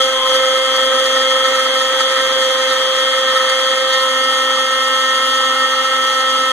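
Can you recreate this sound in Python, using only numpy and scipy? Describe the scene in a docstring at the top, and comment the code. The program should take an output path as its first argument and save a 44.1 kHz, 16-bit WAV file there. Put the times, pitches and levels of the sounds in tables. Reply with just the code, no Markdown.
"""Router milling aluminium

A trim router on a gantry machine mills an aluminium plate with a two-flute bit, heard close by in a workshop.
The flutes drone at twice the shaft rate; the plate chatters against the cut, then locks to it and sings.
The motor whines in mains-rate throbs over the rush of its cooling fan. Tones are trembling waves tied to
the shaft angle; scraping, chips and fan are shaped noise."""
import sys
import numpy as np
from scipy import signal
from scipy.fft import rfft, irfft
from scipy.io import wavfile
from scipy.ndimage import uniform_filter1d

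SR = 44100
rng = np.random.default_rng(int(sys.argv[2]) if len(sys.argv) > 2 else 0)


def unload_audio(sound):
    """Save the sound as a 16-bit wav file, at the path given as the first command line argument."""
    columns = np.transpose(np.atleast_2d(sound))
    # keep every value between -1 and 1, then stretch to whole-number steps
    steps = np.round(np.clip(columns, -1, 1) * 32767)
    wavfile.write(sys.argv[1], SR, steps.astype(np.int16))


N = 287532
T = np.arange(N) / SR  # time in seconds
THROB_HZ = 120  # two throbs per mains cycle
SHRIEK_S = 3.96  # the edge shrieks as the plate locks

# grabs of the bit, strong and weak, while the loose plate chatters: t/s, strength/dB (scaled for each sound)
GRABS = [(0.012, 6.5), (0.089, 0), (0.355, 3.5), (0.398, 2), (0.438, 4.5), (0.48, 3.5), (0.562, 4.5),
         (0.612, -3.5), (0.702, -0.5), (0.756, 0.5), (0.793, 3), (0.833, 2), (0.88, 1.5), (0.92, -0.5),
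         (0.961, 2), (0.991, 4), (1.025, -1.5), (1.069, 1.5), (1.108, 2), (1.139, 1.5), (1.17, 6),
         (1.214, 3), (1.258, -1.5), (1.318, 5), (1.363, 5.5), (1.405, 2.5), (1.457, 4), (1.485, 1.5),
         (1.547, 4.5), (1.591, 4.5), (1.665, 1.5), (1.771, 0), (1.819, 4.5), (1.856, 0), (1.905, 1),
         (1.948, 1), (2.01, 7), (2.125, 4.5), (2.166, 5), (2.201, 4.5), (2.31, 3), (2.427, 7), (2.51, 1),
         (2.605, 1.5), (2.638, 1.5), (2.725, 5.5), (2.767, 3.5), (2.992, 3.5), (3.03, -0.5), (3.076, 3.5),
         (3.138, 1), (3.225, -2.5), (3.284, 4), (3.313, 3.5), (3.371, 6.5), (3.41, 1.5), (3.452, 1.5),
         (3.524, 5.5), (3.58, -2), (3.676, 3), (3.732, 0), (3.778, 1), (3.861, -1.5)]


def undb(db):
    """Turn decibels into gain."""
    return 10 ** (np.asarray(db) / 20)


def curves(table):
    """Join each column of a table by straight lines in time."""
    s, *columns = np.transpose(table)
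    return [np.interp(T, s, column) for column in columns]


def bump(s, length):
    """A smooth swell of height 1 around time s."""
    return np.exp(-((T - s) / length) ** 2)


def swells(table):
    """Add up swells, each with a time, a half length and a height."""
    return sum(height * bump(s, length) for s, length, height in table)


def settle(loose, locked, lock):
    """A level that passes from its loose to its locked value."""
    return loose + (locked - loose) * lock


def wander(hz):
    """A smooth random curve of spread 1 that changes up to about hz times a second."""
    points, span_s = 2 ** 15, 8
    f = np.arange(points // 2 + 1) / span_s
    slow = irfft(rfft(rng.standard_normal(points)) / (1 + (f / hz) ** 4) ** .5)
    y = np.interp(T, np.arange(points) * span_s / points, slow)
    return y / y.std()


def tremble(rough, rough_hz):
    """A factor of typical size 1 that shakes the level and phase of a tone."""
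    shake = wander(rough_hz) + 1j * wander(rough_hz)
    return (1 + rough * shake) / np.sqrt(1 + 2 * rough ** 2)


def tone(phase, rough, rough_hz):
    """A rotating tone of typical size 1 whose level and phase tremble."""
    start = rng.uniform(0, 2 * np.pi)
    return np.exp(1j * (phase + start)) * tremble(rough, rough_hz)


def place(z, pan_db, lead):
    """A rotating tone at two microphone ports, left against right in level (dB) and phase lead (radians)."""
    sides = np.array([[.5], [-.5]])
    return np.sqrt(2) * np.real(z * undb(sides * pan_db) * np.exp(1j * sides * lead))


def rush(spectrum, pan_db, drive):
    """Shaped stereo noise, rms 1 before panning; going up the treble, the ports hear it alike or opposed."""
    # how opposed the two ports are: f/Hz, side minus mid/dB
    opposition = [(40, 11), (120, 0), (300, -7.5), (800, -4), (1200, -27), (1600, -13), (2000, -11.5),
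                  (2250, 3.5), (2480, 6.5), (2800, 11), (3300, -9), (3850, -22), (4250, 5), (4750, 7.5),
                  (5200, 31), (5700, 2), (6550, -14), (7100, 1.5), (7800, 9), (8500, -1.5), (9300, -2.5),
                  (10500, 5.5), (11700, -6.5), (13000, 6), (14300, -4)]
    f = np.arange(N // 2 + 1) * SR / N

    def gain_over_pitch(table):
        hz, db = np.transpose(table)
        return undb(np.interp(np.log(f + 1), np.log(hz), db))

    gain, apart = gain_over_pitch(spectrum), gain_over_pitch(opposition)

    def noise(share):
        return irfft(rfft(drive * rng.standard_normal(N)) * gain * share / np.hypot(1, apart), N)

    mid, side = noise(1), noise(apart)
    y = np.array([mid + side, mid - side])
    return y / y.std() * undb(np.array([[.5], [-.5]]) * pan_db)


def entry():
    """Level in dB of the bit's entry: it rings weakly at first and comes up as it enters the plate."""
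    entry_db, entry_s = -7, 1
    return entry_db * np.exp(-T / entry_s)


def motor(angle, lock):
    """Twelve armature slots whine, kicked by each mains half cycle; the shaft hums and adds weak overtones."""
    # basic level of the whine, which also wavers: t/s, level/dB
    whine_levels = [(0.0, -17.5), (0.09, -25), (0.27, -20), (0.62, -23.5), (0.82, -21), (1.32, -21.5),
                    (1.4, -23), (2.78, -23.5), (3.43, -23), (6.52, -25)]
    # basic level of the shaft's imbalance hum: t/s, level/dB
    hum_levels = [(0.05, -43.5), (1.27, -40.5), (1.32, -43.5), (3.95, -50.5), (4.11, -42.5), (6.5, -40)]
    # whine lines around order 12: multiple of the mains throb, relative level/dB
    sidebands = [(-2, -23.5), (-1, -11.5), (0, -3.5), (1, 1), (2, -9), (3, -10), (4, -21)]
    # the flutes' overtone swells while the bit cuts smoothly: t/s, half length/s, gain/dB
    overtone_swells = [(0.244, 0.093, 9), (4.04, 0.11, 6.5)]
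    # weaker tones: multiple of shaft rate, level/dB, change when locked/dB, left minus right/dB, left lead/rad
    shaft_tones = [(3, -40, -1, 7.5, 0.4), (6, -34, -3.5, -7.5, -0.94), (8, -32.5, 0.5, -6.5, -1.5),
                   (9, -43.5, -4, -4.5, -2), (10, -41.5, -2, -6, 4), (11, -44, 10.5, 3, 2),
                   (13, -27, 0, -0.5, 3.5), (21, -64, 8, -13, -1.5), (24, -42, -7, 5, -1.5),
                   (25, -45.5, -11, 5, -3.5), (26, -53, 2, 4, -8.5), (27, -54, -14, 6, 3),
                   (30, -51, -13, 2, 5), (48, -63, 0, -2, 2.2)]
    (whine_db,), (hum_db,) = curves(whine_levels), curves(hum_levels)

    throb = sum(undb(db) * np.exp(2j * np.pi * round(k) * THROB_HZ * T) * tremble(rough=0.035, rough_hz=6.7)
                for k, db in sidebands)
    whine = throb * tone(12 * angle, rough=.03, rough_hz=20)
    out = place(whine * undb(whine_db - 0.9 + 0.9 * wander(4.5)), pan_db=5.5, lead=1.37)

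    # the hum wavers, and its wavering turns over as the plate locks
    hum_db = hum_db + 1.0 + 2 * (0.5 - lock) * wander(2.3)
    out += place(tone(angle, rough=0.13, rough_hz=23) * undb(hum_db), pan_db=-2.5, lead=0.89)

    overtone_db = settle(-33, -34, lock) + swells(overtone_swells) + 1.8 * wander(3.1)
    out += place(tone(4 * angle, rough=0.22, rough_hz=29) * undb(overtone_db), pan_db=1.0, lead=.1)
    for k, db, locked_db, pan_db, lead in shaft_tones:
        weak = undb(db + locked_db * lock) * tone(round(k) * angle, rough=0.4, rough_hz=9.3)
        out += place(weak, pan_db, lead)
    return out


def beats():
    """Turns by which free chatter falls behind the forced tone; the two pull together at every grab."""
    beat_hz = 22.9  # between grabs the rate shifts, often widely, to fit whole beats
    s = np.sort([s for s, db in GRABS])
    turns = np.cumsum(np.round(np.diff(s, prepend=s[0]) * beat_hz))
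    # ahead of the first grab and after the last, the beats run evenly
    return np.interp(T, s, turns) + beat_hz * (T - np.clip(T, s[0], s[-1]))


def cutting(angle, lock, load, force_db, grab_db):
    """Flute blows drive frame, plate and bit; the plate's chatter runs just below the forced tone and beats."""
    # the plate loses its grip for a moment: t/s, half length/s, depth (0-1)
    slips = [(0.23, 0.1, 0.28), (1.712, 0.02, 0.75), (2.33, 0.33, 0.3), (2.876, 0.099, 0.47),
             (4.569, 0.0079, 0.5), (4.662, 0.0061, 0.8), (4.771, 0.0034, 0.6), (5.303, 0.0057, 0.4),
             (5.43, .007, 0.2), (5.557, 0.0059, 1), (5.692, 0.0091, 0.66), (5.76, 0.0061, 0.9),
             (5.832, 0.011, 1), (5.905, 0.0071, 0.85), (6.144, 0.0036, 0.9)]
    # the gantry frame, shaken by the flute blows: f/Hz, relative level per Hz/dB
    frame = [(60, -56), (200, -20), (290, -2.5), (340, -13), (390, -1), (430, -15.5), (490, -0.5),
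             (560, -12), (610, -2), (700, -7), (1000, -18), (2000, -78)]
    # the bit's ring swells or sinks as the cut shifts: t/s, half length/s, gain/dB
    ring_swells = [(3.965, 0.028, 4.5), (4.065, .045, -3), (5.09, 0.05, 4), (5.638, 0.028, 5),
                   (6.367, 0.047, -7)]
    slip = swells(slips)
    loose = 1 - lock

    # the loose plate hits at the top of each beat and lets go between; load changes bring bursts
    lag = beats() + (0.013 + 0.16 * lock) * wander(5.5)
    bead_db = .5 * (np.cos(2 * np.pi * lag) - 1)
    burst = undb(0.82 * grab_db + loose * (0.5 * load + bead_db))
    chatter = np.exp(-2j * np.pi * lag) * tremble(rough=.15, rough_hz=24) * undb(settle(-28.5, -33.5, lock))

    # until the plate locks, the pulsing motor torque leaves a faint ripple on the drone
    ripple = 1 + .052 * loose * np.exp(2j * np.pi * THROB_HZ * T)
    drone = undb(force_db + 0.45) * tone(2 * angle, rough=0.12, rough_hz=20.0) * ripple
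    groan = rush(frame, pan_db=0.5, drive=undb(2.2 * load)) * undb(force_db - 18.5 - 1.0 * lock)

    # once locked, the plate's forced tone keeps growing, by 1.35 dB a second
    forced_db = settle(-25.5, -21.0, lock) + 1.35 * np.maximum(T - SHRIEK_S, 0)
    sing = (1 - slip) * (undb(forced_db) + chatter) * tone(5 * angle, rough=0.048, rough_hz=40)

    # each flute passes the chatter on to the bit, two orders higher; the bit feels most of a slip
    passed_on = undb(-5.5 - 4 * lock) * chatter
    ring = (undb(settle(-26.5, -23, lock)) + passed_on) * tone(7 * angle, rough=0.05, rough_hz=34.7)
    ring = (1 - 0.88 * slip) * ring * undb(entry() + swells(ring_swells))

    ringing = place(sing, pan_db=-1.4, lead=0.19) + place(ring, pan_db=-1.5, lead=-1.08)
    return groan + place(drone, pan_db=-3.5, lead=0.35) + burst * ringing


def scraping(angle, lock, load, grab_db):
    """Metal tears once per flute, harder under load, rattles the plate and squeals on the cutting edge."""
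    # flutes scraping metal: f/Hz, relative level per Hz/dB
    rasp_spectrum = [(200, -59), (690, -30), (780, -2.5), (900, -1.5), (1100, -3.5), (1420, 1.5),
                     (1650, -3), (1880, 5), (2080, 0.5), (2250, -3.5), (2450, -7), (3600, -5), (8000, -53)]
    # rattle of the plate, loose or locked: f/Hz, relative level per Hz/dB
    plate_spectrum = [(200, -68), (700, -18.5), (860, -18.5), (1100, -20), (1160, -6.5), (1240, -1),
                      (1280, 3), (1345, -5), (1400, -15), (1700, -20.5), (2600, -62)]
    # squeal of the cutting edge: multiple of the shaft rate, relative level/dB
    squeal_tones = [(14, -2), (15, -9), (16, -6.5), (17, -15)]
    bite = (1 + 0.27 * np.cos(2 * angle)) * undb(1.2 * load)
    rasp = rush(rasp_spectrum, pan_db=-2.0, drive=bite) * undb(settle(-27, -30, lock))

    shaking = undb(.9 * load + 2.0 * wander(140))
    rattle = rush(plate_spectrum, pan_db=0.0, drive=shaking) * undb(settle(-29.5, -28.5, lock))

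    edge = sum(undb(db) * tone(round(k) * angle, rough=.9, rough_hz=24) for k, db in squeal_tones)
    # the squeal builds by 1.4 dB a second up to the shriek
    build_db = 1.4 * np.minimum(T - SHRIEK_S, 0)
    squeal_db = settle(-32.5, -37.5, lock) + build_db + 10.5 * bump(SHRIEK_S, length=0.073)
    squeal = place(edge * undb(squeal_db), pan_db=-4.0, lead=.2)

    contact_db = 0.59 * grab_db + 0.37 * entry()
    return (rasp + rattle + squeal) * undb(contact_db)


def resonances(lock, load, grab_db):
    """The scraping keeps narrow resonances of frame and plate ringing, made as strongly shaken tones."""
    # resonances that shift in level as the plate locks: f/Hz, half width/Hz, loose level/dB, locked level/dB
    modes = [(160, 7.2, -62, -67.5), (387.7, 6, -51.5, -52), (473, 26, -45, -45), (832, 27, -50, -40.5),
             (898, 7, -45, -50.5), (994, 17, -42.5, -39.5), (1188, 15, -35.5, -36), (1423, 16, -48, -40),
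             (1498, 19, -48.5, -52.5), (1957, 26, -49.5, -59), (2067, 11, -44.5, -43)]
    z = sum(undb(settle(loose_db, locked_db, lock)) * tone(2 * np.pi * hz * T, rough=10, rough_hz=width)
            for hz, width, loose_db, locked_db in modes)
    return place(z * undb(1.0 * load + 0.15 * grab_db), pan_db=-2.5, lead=0.22)


def flicker(y):
    """Narrow bands of a hiss swell and fade on their own, each for a few hundredths of a second."""
    patchy_db = 2.0  # spread of the band levels
    bands = signal.stft(y, nperseg=512)[2]
    swell = rng.standard_normal(bands.shape[1:])
    swell = uniform_filter1d(swell, size=4, axis=0)  # smooth over pitch
    swell = uniform_filter1d(swell, size=5, axis=1)  # smooth over time
    out = signal.istft(bands * undb(patchy_db * swell / swell.std()))[1][:, :N]
    return out * y.std() / out.std()


def air(angle, lock, force_db, grab_db):
    """The fan rushes on almost evenly; flying chips hiss in small surges with force and grabs."""
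    # cooling fan: f/Hz, relative level per Hz/dB
    fan_spectrum = [(15, -75), (30, -51), (55, -34), (110, -16.5), (160, -18), (195, -19), (260, -4),
                    (340, -12), (700, -8.5), (900, -3.5), (2250, -3), (2470, -5.5), (2730, 4.5), (3200, -2),
                    (5000, -39)]
    # spray of fine chips: f/Hz, relative level per Hz/dB
    chip_spectrum = [(2400, -31), (3650, -5), (3850, -5), (4300, -1.5), (4700, -0.5), (4950, 4),
                     (5250, -5.5), (5600, -6.5), (6350, -2), (6700, -5.5), (7050, -5), (7500, -8.5),
                     (8800, -11), (9300, -9), (10200, -12), (10600, -18), (11500, -17), (12300, -23.5),
                     (14400, -24), (15000, -38)]
    # a thicker spray of chips flies off: t/s, half length/s, gain/dB
    sprays = [(0.04, 0.01, 1.5), (0.297, 0.017, 2.5), (0.353, 0.023, 3), (0.76, 0.019, 3),
              (1.064, 0.011, 3), (2.006, .01, 4.5), (3.498, 0.0078, 6), (3.938, .014, 5), (4.338, 0.019, 2)]
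    fan = rush(fan_spectrum, pan_db=-2.0, drive=1 + 0.042 * np.cos(angle)) * undb(-28.5)

    # chips leave in a puff at each turn and at each flute, in uneven grains
    puffs = 1 + .055 * np.cos(angle) + .085 * np.cos(2 * angle)
    grains = undb(.5 * wander(40) + .8 * wander(900))
    hiss = flicker(rush(chip_spectrum, pan_db=.5, drive=puffs * grains))

    surge_db = 0.14 * (force_db - force_db.mean()) + 0.28 * grab_db + 0.67 * wander(7)
    spray_db = settle(-27, -26, lock) + surge_db + swells(sprays)
    return fan + hiss * undb(spray_db)


def pings():
    """Chips strike the plate and set it ringing in short, rough tones over the hiss."""
    # rings of the plate: t/s, level/dB
    ping_times = [(2.44, -34), (3.5, -31), (3.712, -34), (3.93, -31), (4.207, -33), (5.084, -48),
                  (5.604, -33), (6.15, -32)]
    ping_hz, half_length_s = 4560, 0.019
    size = sum(undb(db) * bump(s, half_length_s) for s, db in ping_times)
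    return place(size * tone(2 * np.pi * ping_hz * T, rough=0.26, rough_hz=45), pan_db=-5, lead=1.83)


def scene():
    """One shaft angle drives it all; the load flickers, and the bit grabs in rapid, uneven succession until lock."""
    # shaft speed, held by the governor: t/s, turns per second f/Hz
    speed = [(0.0, 263.26), (0.2, 261.39), (0.6, 262.26), (1.5, 262.82), (1.6, 262.32), (2.31, 263.16),
             (2.51, 261.42), (3.21, 262.76), (3.31, 261.92), (3.51, 261.93), (3.71, 263.0), (4.11, 261.75),
             (4.61, 262.53), (4.81, 262.1), (5.32, 262.48), (5.52, 262.01), (5.92, 262.68), (6.52, 261.52)]
    # the plate falls into step with the shaft: t/s, locked (0-1)
    lock_steps = [(3.89, 0), (3.94, 1)]
    # force on the flutes, as the basic level of their drone: t/s, level/dB
    force_levels = [(0.0, -18.5), (0.2, -24), (0.33, -17), (0.71, -21), (0.83, -18.5), (2.09, -22),
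                    (2.52, -18.5), (2.54, -21), (3.9, -21), (4.28, -24.5), (5.72, -26.5), (6.52, -26)]
    (shaft_hz,), (lock,), (force_db,) = curves(speed), curves(lock_steps), curves(force_levels)
    # motor, cut, scraping and air all follow this angle
    angle = 2 * np.pi * np.cumsum(shaft_hz) / SR
    load = wander(16)
    grab_db = sum(db * bump(s, length=0.019) for s, db in GRABS)

    out = motor(angle, lock)
    out += cutting(angle, lock, load, force_db, grab_db)
    out += scraping(angle, lock, load, grab_db)
    out += resonances(lock, load, grab_db)
    out += air(angle, lock, force_db, grab_db)
    return out + pings()


def record(dry):
    """The microphone side rounds the highest peaks and cuts the top treble; the sound starts and ends softly."""
    top_hz, fade_s = 15100, .003
    rounded = dry / (1 + (dry / .9) ** 8) ** (1 / 8)
    fade = np.minimum(np.minimum(T, T[::-1]) / fade_s, 1)
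    low_pass = signal.ellip(10, .2, 80, top_hz, fs=SR, output="sos")
    return signal.sosfilt(low_pass, rounded * fade)


dry = scene()
out = record(dry)
unload_audio(out)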